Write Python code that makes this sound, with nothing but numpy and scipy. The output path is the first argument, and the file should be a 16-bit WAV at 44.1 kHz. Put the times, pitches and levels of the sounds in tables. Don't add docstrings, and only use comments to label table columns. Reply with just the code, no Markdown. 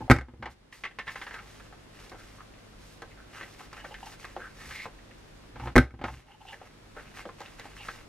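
import sys
import numpy as np
from scipy import signal
from scipy.fft import rfft, irfft, next_fast_len
from scipy.io import wavfile
from scipy.ndimage import uniform_filter1d, minimum_filter1d, map_coordinates

SR = 44100
rng = np.random.default_rng(int(sys.argv[2]) if len(sys.argv) > 2 else 0)


def to_wav(sig):
    pcm = np.clip(np.atleast_2d(sig), -1, 1) * 32767
    pcm = np.round(pcm).astype(np.int16)
    wavfile.write(sys.argv[1], SR, pcm.T)


N = 356328

# f/Hz, relative level/dB, t60/s before the leaning hands damp it
TABLE_MODES = [(65.3, -7, 0.33), (111.2, -10, 0.16), (130, -8, 0.11), (249.5, -1, 0.074),
               (332.3, -5.5, 0.15), (373, -29.5, 0.07), (476, -11, 0.13), (624, -30, 0.049)]


def amp(db):
    return 10 ** (np.asarray(db) / 20)


def unit(x):
    return x / np.sqrt(np.mean(x ** 2) + 1e-20)


def along(points, hz):
    f, value = np.transpose(points)
    return np.interp(np.log(hz + 1), np.log(f + 1), value)


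def wobble(rate):
    knots = rng.standard_normal(int(N * rate / SR) + 4)
    return map_coordinates(knots, [np.arange(N) * rate / SR])


def colour(x, gain):
    n = x.shape[-1]
    m = 2 * next_fast_len(n // 2 + 2048)
    log_gain = np.log(np.maximum(gain(np.fft.rfftfreq(m, 1 / SR)), 1e-6))
    cepstrum = irfft(log_gain)
    cepstrum[1:m // 2] *= 2
    cepstrum[m // 2 + 1:] = 0
    response = np.exp(rfft(cepstrum))
    return irfft(rfft(x, m) * response, m)[..., :n]


def filtered(x, response):
    m = next_fast_len(N + SR // 2)
    return irfft(rfft(x, m) * response(np.fft.rfftfreq(m, 1 / SR)), m)[..., :N]


def shaped(x, spectrum):
    return unit(colour(x, lambda hz: amp(along(spectrum, hz))))


def resonance(hz, centre_hz, q):
    return 1 / np.hypot(1, q * (hz / centre_hz - centre_hz / (hz + 1)))


def fade(t, t60):
    return np.exp(-np.log(1000) * t / t60)


def ring(modes, t):
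    return sum(amp(db + rng.standard_normal()) * fade(t, t60) * np.sin(2 * np.pi * hz * t)
               for hz, db, t60 in modes)


def burst(t, t60, push, gain):
    noise = rng.standard_normal(len(t)) * fade(t, t60)
    noise[0] += push * np.linalg.norm(noise)
    decay_rms = np.sqrt(np.mean(fade(t, t60) ** 2))
    return unit(colour(noise, gain)) * decay_rms


def add(track, s, sound):
    part = track[max(round(s * SR), 0):][:len(sound)]
    part += sound[:len(part)]


def swell(start, rise, fall):
    speed = np.interp(np.arange(N) / SR, [start, start + rise, start + rise + fall], [0, 1, 0])
    return np.sin(np.pi / 2 * speed ** 0.97)


def background():
    # f/Hz, relative level/dB
    air_spectrum = [(12, -34.5), (20, -1.5), (52, 3.5), (70, -9.5), (92, -5), (175, -10.5), (252, -8),
                    (534, -12.5), (857, -17.5), (958, -17.5), (1040, -18), (1870, -20), (2540, -22.5),
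                    (11100, -38.5), (15500, -56)]
    # f/Hz, side level re mid/dB
    air_width = [(60, -28), (110, -12.5), (200, -1.5), (380, -0.5), (700, 0), (1290, 0), (2380, -1),
                 (4400, 3.5), (8120, -1), (15000, 8)]
    # f/Hz, relative level/dB
    hum_partials = [(48.4, -61.5), (102.3, -61.5), (150.7, -64.5), (204.6, -66), (247.6, -77.5)]
    t = np.arange(N) / SR
    air = shaped(rng.standard_normal(N), air_spectrum)
    other_air = shaped(rng.standard_normal(N), air_spectrum)
    side = colour(other_air, lambda hz: amp(along(air_width, hz)))
    hum = sum(amp(db + 0.86 * wobble(13)) * np.sin(2 * np.pi * hz * t + .5 * wobble(0.67))
              for hz, db in hum_partials)
    return amp(-54.0) * np.array([air + side, air - side]) + amp(1.0) * hum


def leaning():
    # start t/s, loading time/s, easing time/s, level/dB
    shifts = [(0, 0.016, 0.064, -38), (.25, 0.054, 0.14, -43.5), (.38, 0.023, 0.153, -36.5),
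              (4.63, 0.063, 0.08, -52.5), (5.53, 0.057, 0.069, -48.5), (5.61, 0.039, 0.11, -42),
              (5.86, 0.067, 0.16, -41), (5.99, 0.022, 0.22, -36)]
    top = lambda hz: sum(amp(db) * resonance(hz, centre, q=14) * np.sqrt(t60) / centre
                         for centre, db, t60 in TABLE_MODES)
    radiated = lambda hz: top(hz) * resonance(hz, 100, q=0.72)
    load = sum(amp(db) * swell(start, rise, fall) for start, rise, fall, db in shifts)
    return load * unit(colour(rng.standard_normal(N), radiated))


def held():
    # from t/s, to t/s
    spells = (1.0, 5.5), (6.25, 9.9)
    t = np.arange(N) / SR
    return uniform_filter1d(sum(1.0 * ((t > start) & (t < end)) for start, end in spells), size=2000)


def friction(rate, spread_db, smooth):
    struck = rng.random(N) < rate / SR
    size = amp(spread_db * np.minimum(rng.exponential(size=N), 4))
    catches = struck * rng.choice([-1, 1], N) * size
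    return unit(catches) + smooth * rng.standard_normal(N)


def sliding():
    # start t/s, speeding up/s, slowing down/s, relative rustle and hiss level/dB
    strokes = [(.49, 0.025, 0.033, -46, -52.5), (.715, 0.0247, 0.11, -47.5, -51),
               (1.05, 0.035, 0.44, -47, -56), (1.421, 0.055, 0.26, -53.5, -61.5),
               (1.9, 0.16, 0.094, -51.5, -60.5), (2.17, 0.022, .28, -56.5, -62),
               (2.75, 0.13, 0.15, -60.5, -61.5), (3.289, 0.1, 0.11, -44.5, -58),
               (3.44, 0.056, 0.14, -55.5, -62), (3.58, 0.035, 0.072, -46.5, -57.5),
               (3.7, 0.072, 0.066, -45.5, -59.5), (3.83, 0.022, 0.21, -53.5, -61),
               (3.99, 0.083, 0.11, -49.5, -56), (4.16, 0.06, 0.18, -51.5, -60.5),
               (4.35, 0.13, 0.16, -53.5, -66), (4.52, 0.2, 0.08, -45, -53), (4.76, 0.068, 0.046, -48, -56),
               (5.57, 0.075, 0.072, -47, -62.5), (6.04, 0.026, 0.19, -43, -53),
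               (6.259, 0.039, 0.062, -50.5, -68), (6.399, 0.14, 0.043, -47.5, -57),
               (6.56, 0.04, 0.21, -53, -65), (6.94, 0.078, 0.13, -50.5, -64),
               (7.13, 0.043, 0.087, -41.5, -57), (7.38, 0.02, 0.25, -50.5, -62),
               (7.57, 0.019, 0.37, -51, -63), (7.74, 0.13, 0.19, -47, -57)]
    # f/Hz, relative level/dB
    scrape_spectrum = [(200, -21), (450, -3), (1100, 5), (1600, 4), (2000, 5), (2450, 3), (2900, 2),
                       (3600, -14), (6000, -16.5), (12000, -47)]
    # f/Hz, relative level/dB
    hiss_spectrum = [(1500, -16), (3500, 4.5), (5500, 3), (8000, -3), (13000, -9), (15500, -20)]
    grip = amp(1.5 * wobble(45))
    scrape = shaped(grip * friction(rate=150, spread_db=2, smooth=0.76), scrape_spectrum)
    hiss = shaped(grip * friction(rate=2900, spread_db=-1.5, smooth=0.64), hiss_spectrum)
    power = (amp([[-69], [-70.5]]) * held()) ** 2
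    for start, rise, fall, rustle_db, hiss_db in strokes:
        power += (amp([[rustle_db], [hiss_db]]) * swell(start, rise, fall)) ** 2
    rustle_gain, hiss_gain = np.sqrt(power)
    return amp(-5) * rustle_gain * scrape + amp(-1.5) * hiss_gain * hiss


def judder(length, db, centre_hz, q):
    n = round(length * SR)
    catches = friction(rate=670, spread_db=2.0, smooth=0.57)[:n] * signal.windows.tukey(n, .5)
    unevenness = map_coordinates(rng.standard_normal(n // 700 + 4), [np.arange(n) / 700])
    stuttering = np.pad(catches * amp(.35 * q * unevenness), (0, n // 4))
    gain = lambda hz: resonance(hz, centre_hz, q) ** 2 + amp(-32.0) * resonance(hz, centre_hz, 1)
    return amp(db - 4.5) * unit(colour(stuttering, gain))


def rubs():
    # start t/s, length/s, relative level/dB, centre f/Hz
    rasps = [(0.074, .047, -30, 692), (1.217, 0.196, -49.5, 1700), (2.091, 0.16, -56, 1450),
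             (2.372, 0.056, -50.5, 1220), (3.105, 0.031, -55.5, 2220), (3.156, 0.088, -54.5, 1450),
             (3.335, 0.1, -50.5, 1410), (3.772, .058, -52, 1750), (4.38, 0.12, -43.5, 1480),
             (4.575, 0.13, -52, 1960), (4.704, 0.18, -42.5, 2080), (4.705, 0.166, -54, 3960),
             (6.524, 0.025, -39.5, 1840), (6.957, 0.056, -45.5, 1420), (7.157, 0.072, -57, 2000),
             (1.34, .075, -46, 1390), (7.246, 0.029, -46, 270), (7.765, 0.082, -49.5, 2620)]
    # start t/s, length/s, relative level/dB of the lower and the upper resonance
    squeaks = [(.004, 0.023, -37.5, -77.5), (1.08, 0.42, -60, -70), (3.77, 0.12, -61, -57),
               (3.91, 0.02, -44, -53), (4.025, 0.023, -41.5, -53), (4.061, 0.015, -42.5, -52),
               (5.617, 0.028, -41, -64), (5.653, 0.011, -37.5, -62), (6.251, 0.12, -52.5, -56.5),
               (6.399, 0.029, -46, -55), (6.454, 0.098, -47, -46.5), (7.798, 0.02, -50, -50.5)]
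    out = np.zeros(N)
    for start, length, db, centre_hz in rasps:
        add(out, start, judder(length, db, centre_hz, q=3.2))
    for start, length, *mode_dbs in squeaks:
        for db, centre_hz in zip(mode_dbs, (848, 2870)):
            add(out, start, judder(length, db, centre_hz, q=6.5))
    return out


def flick(db, centre_hz, knock_db, t60):
    # f/Hz, relative level/dB
    card_colour = [(100, -4.5), (600, -1), (780, 4.5), (1000, 3.5), (1300, 4), (1650, 4.5), (2000, 6),
                   (2300, 1.5), (2700, 3.5), (3500, 1.5), (15000, -7.5)]
    # f/Hz, relative level/dB
    skirt = [(100, -2.5), (500, -3.5), (3000, -24), (5000, -30), (8000, -46), (15000, -61)]
    t = np.arange(SR // 4) / SR
    sheet = lambda hz: amp(along(card_colour, hz)) * (
        resonance(hz, centre_hz, q=1.44) ** 2 + amp(along(skirt, hz)))
    snap = burst(t, t60, push=.24, gain=sheet)
    knock = burst(t, t60=0.11, push=0.12, gain=lambda hz: resonance(hz, 492, q=1.83) ** 2)
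    return amp(db - 8.0) * (snap + amp(knock_db - 7) * knock)


def ticks():
    ticks_per_s, tick_db, spread_db, tick_hz = 4, -47.5, 3.5, 1660
    out = np.zeros(N)
    for when, size, pitch in rng.random((round(ticks_per_s * N / SR), 3)):
        db = tick_db + spread_db * (2 * size - 1)
        centre_hz = tick_hz * 2 ** (pitch - .5)
        add(out, when * N / SR, flick(db, centre_hz, knock_db=-18, t60=0.071))
    return held() * out


def nails():
    # t/s, relative level/dB
    nail_hits = [(2.096, -49.5), (3.02, -48.5), (3.73, -49), (4.058, -50), (4.251, -49.5), (7.404, -48),
                 (7.415, -48.5), (7.596, -45)]
    out, t = np.zeros(N), np.arange(SR // 8) / SR
    for s, db in nail_hits:
        tick = burst(t, t60=0.03, push=0.18, gain=lambda hz: resonance(hz, 4300, q=1.2) ** 2)
        add(out, s, amp(db) * tick)
    return out


def flicks():
    # t/s, relative level/dB, centre f/Hz, relative knock level/dB
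    taps = [(1.599, -37, 1560, -10), (1.726, -37, 820, -39.5), (2.118, -31.5, 765, -4),
            (2.145, -35.5, 528, -8), (2.406, -38, 1100, -17), (3.02, -29.5, 1240, -2),
            (3.411, -28.5, 1460, -8), (3.43, -29.5, 2000, -5), (3.605, -33.5, 1100, -23),
            (3.729, -32, 1300, -21), (3.777, -37, 1700, -4), (3.843, -32, 706, -16),
            (3.848, -29.5, 1620, -0.5), (3.909, -38.5, 754, 6), (3.942, -30, 1960, -14),
            (4.244, -29.5, 1540, -27), (4.251, -32, 1530, -17), (4.365, -23.5, 625, 0.5),
            (4.416, -45, 1480, -28), (4.709, -29.5, 1870, -25), (4.856, -25, 790, -4.5),
            (4.985, -44, 1800, -18), (5.111, -43, 2000, -20), (6.45, -34.5, 821, -16),
            (6.483, -34.5, 2910, -21), (6.532, -38, 940, 9.5), (6.615, -32, 736, -1),
            (6.966, -34.5, 510, 6.5), (6.995, -38, 1400, -10), (7.254, -29, 555, 7),
            (7.29, -30.5, 1080, -20), (7.405, -30, 910, 0), (7.415, -34.5, 1000, -4),
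            (7.459, -37.5, 2700, -8), (7.596, -32, 1620, -8), (7.61, -38, 1900, -17),
            (7.655, -31.5, 736, -9), (7.8845, -22, 1440, -39)]
    out = np.zeros(N)
    for s, db, centre_hz, knock_db in taps:
        add(out, s, flick(db, centre_hz, knock_db, t60=0.065))
    return out


def snags():
    # t/s, relative level/dB
    catches = [(0.726, -28.5), (.837, -16), (.852, -17.5), (.911, -36.5), (0.9874, -17), (1.07, -28.5),
               (1.078, -19.5), (1.091, -26.5), (1.157, -22.5), (1.215, -23.5), (1.267, -26), (1.309, -29.5),
               (1.341, -26.5), (1.387, -33.5)]
    # multiple of its pitch, relative level/dB, t60/s
    edge_modes = [(.56, -4.5, 0.09), (0.928, -5, 0.09), (1.06, -13, 0.08)]
    start_hz, sag_hz_per_s = 2117, 652
    out, t = np.zeros(N), np.arange(SR // 4) / SR
    for s, db in catches:
        pitch_hz = start_hz - sag_hz_per_s * (s - catches[0][0])
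        modes = [(pitch_hz * ratio * (1 + 0.0306 * rng.standard_normal()), level, t60)
                 for ratio, level, t60 in edge_modes]
        onset = 1 - fade(t, 0.018)
        edge = amp(db - 11) * ring(modes, t) * onset
        add(out, s, edge + flick(db - 1.5, pitch_hz, knock_db=-22, t60=0.089))
    return out


def thump(t, hardness_db):
    modes = [(hz, db + hardness_db * np.log2(hz / 180), t60) for hz, db, t60 in TABLE_MODES]
    sway = ring(modes, t) * fade(t, t60=.8)
    low_cut = signal.butter(2, 52, "highpass", fs=SR, output="sos")
    return -signal.sosfilt(low_cut, sway)


def lid():
    # t/s, relative level/dB, table thump re slip/dB
    slips = [(.007, -41, 6), (0.285, -32, -2), (0.337, -38.5, 4.5), (0.425, -16, -15.5), (0.457, -15, -27),
             (0.467, -32.5, -8), (5.558, -33, -13), (5.598, -31, -10), (5.659, -33.5, -4.5),
             (5.673, -24.5, -11.5), (5.94, -35, 3), (5.991, -30.5, -8), (6.014, -19, -10),
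             (6.040, -10, -11), (6.083, -18, -24)]
    # f/Hz, relative level/dB
    guide_colour = [(100, -22.5), (350, -3), (650, 2.5), (860, 8.5), (1150, 2), (2100, -3), (2900, -10.5),
                    (4500, -20.5), (7000, -34.5), (15000, -55)]
    out, t = np.zeros(N), np.arange(SR // 3) / SR
    for s, db, thump_db in slips:
        scuff = amp(-8.5) * burst(t, t60=0.094, push=0.15, gain=lambda hz: amp(along(guide_colour, hz)))
        add(out, s, amp(db) * (scuff + amp(thump_db) * thump(t, hardness_db=-0.5)))
    return out


def punch():
    # t/s, relative clack level/dB, relative table thump level/dB, hardness/(dB per octave)
    blows = [(0.0996, -2.5, 1.5, -0.5), (0.1069, -1, 3.5, -2.5), (0.1129, 3.5, -8.5, -6),
             (0.1153, -1.5, -5.5, -4.5), (0.164, -19, -32.5, -0.5), (.186, -19.5, -26.5, -9),
             (0.211, -28, -39, -5), (0.217, -35, -31, -3.5), (5.756, -8, -5.5, 3.5),
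             (5.762, -1, -7.5, -0.5), (5.7668, -7, 3.5, 1), (5.78, 1, -4, 1), (5.787, -20, -0.5, -2),
             (5.875, -42, -53, -4), (5.907, -40, -61, -10)]
    # f/Hz, relative level/dB, t60/s
    shell_modes = [(771, -18, 0.13), (837, -15, 0.083), (1117, -20, .1), (1314, -15, .11),
                   (1450, -18.5, .12), (1544, -14.5, .1), (1850, -20.5, 0.075), (1980, -13.5, .06),
                   (2080, -17, .05), (2168, -15, .06), (2290, -23.5, .05), (2840, -28, .1),
                   (4020, -26, 0.076), (4600, -27.5, 0.091)]
    # f/Hz, relative level/dB
    crack_spectrum = [(100, 14), (400, 4.5), (1000, 1), (1500, 7), (2150, 4.5), (2900, -11.5), (4600, -15),
                      (7000, -21.5), (11000, -25.5), (15500, -37.5)]
    out, t = np.zeros(N), np.arange(SR // 2) / SR
    for s, clack_db, thump_db, hardness_db in blows:
        edge_hz = 16000 * amp(0.25 * clack_db)
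        tone = lambda hz: amp(along(crack_spectrum, hz)) / np.hypot(1, (hz / edge_hz) ** 2)
        crack = amp(-8.0) * burst(t, t60=.03, push=.45, gain=tone)
        clack = crack + amp(-18.5) * ring(shell_modes, t)
        add(out, s, amp(clack_db) * clack + amp(thump_db - 9) * thump(t, hardness_db))
    return amp(11.0) * out


def nearby(x):
    # centre f/Hz, 1/e half-width/Hz, level/dB
    peaks = [(425, 29, -3.5), (515, 32, 1), (667, 43, -3.5), (784, 54, 2.5), (970, 40, -3.5),
             (1183, 31, -2), (1284, 37, 3), (1470, 55, -4.5), (1563, 34, 5), (1816, 66, 1.5), (2160, 66, 1),
             (2460, 70, -1.5)]
    return colour(x, lambda hz: amp(sum(db * np.exp(-((hz - centre) / width) ** 2)
                                        for centre, width, db in peaks)))


def tail():
    # f/Hz, t60/s
    reverberation = [(100, 0.11), (500, 0.18), (2000, 0.17), (6000, 0.18), (14000, 0.15)]
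    hz, t, z = signal.stft(rng.standard_normal(SR // 2), SR, nperseg=256)
    decaying = z * fade(t, along(reverberation, hz)[:, None])
    response = signal.istft(decaying, SR, nperseg=256)[1]
    return np.pad(response / np.linalg.norm(response), (round(0.0055 * SR), 0))


def in_room(x, wet_db):
    # f/Hz, relative side level/dB
    stereo_width = [(60, -43), (125, -31), (500, -22), (1000, -19), (2000, -14), (4000, -3), (8000, 1.5),
                    (15000, 1.5)]
    mid, other = (x + amp(wet_db) * signal.fftconvolve(x, tail())[:N] for _ in range(2))
    scatter = irfft(np.exp(2j * np.pi * rng.random(129)))
    scattered = signal.fftconvolve(other, scatter)[:N]
    side = filtered(.65 * other + .6 * scattered, lambda hz: 1j * amp(along(stereo_width, hz)))
    return np.array([mid + side, mid - side])


def scene():
    card = snags() + flicks() + nails() + ticks() + sliding() + rubs()
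    tool = punch() + lid() + leaning()
    return in_room(nearby(tool), wet_db=-11.5) + in_room(nearby(card), wet_db=-10) + background()


def gain_control(x, limit_db, release_db):
    power = np.abs(uniform_filter1d(np.mean(x ** 2, axis=0), size=1800))
    excess = np.maximum(10 * np.log10(power + 1e-12) - limit_db, 0)
    climb = release_db * np.arange(N) / SR
    cut = np.maximum.accumulate(excess + climb) - climb
    return x * amp(uniform_filter1d(minimum_filter1d(-cut, size=600), size=300))


def record(dry):
    x = gain_control(dry, limit_db=-11.5, release_db=10.0)
    x = x / (1 + x ** 6) ** (1 / 6)
    return filtered(x, lambda hz: hz < 15700)


dry = scene()
out = record(dry)
to_wav(out)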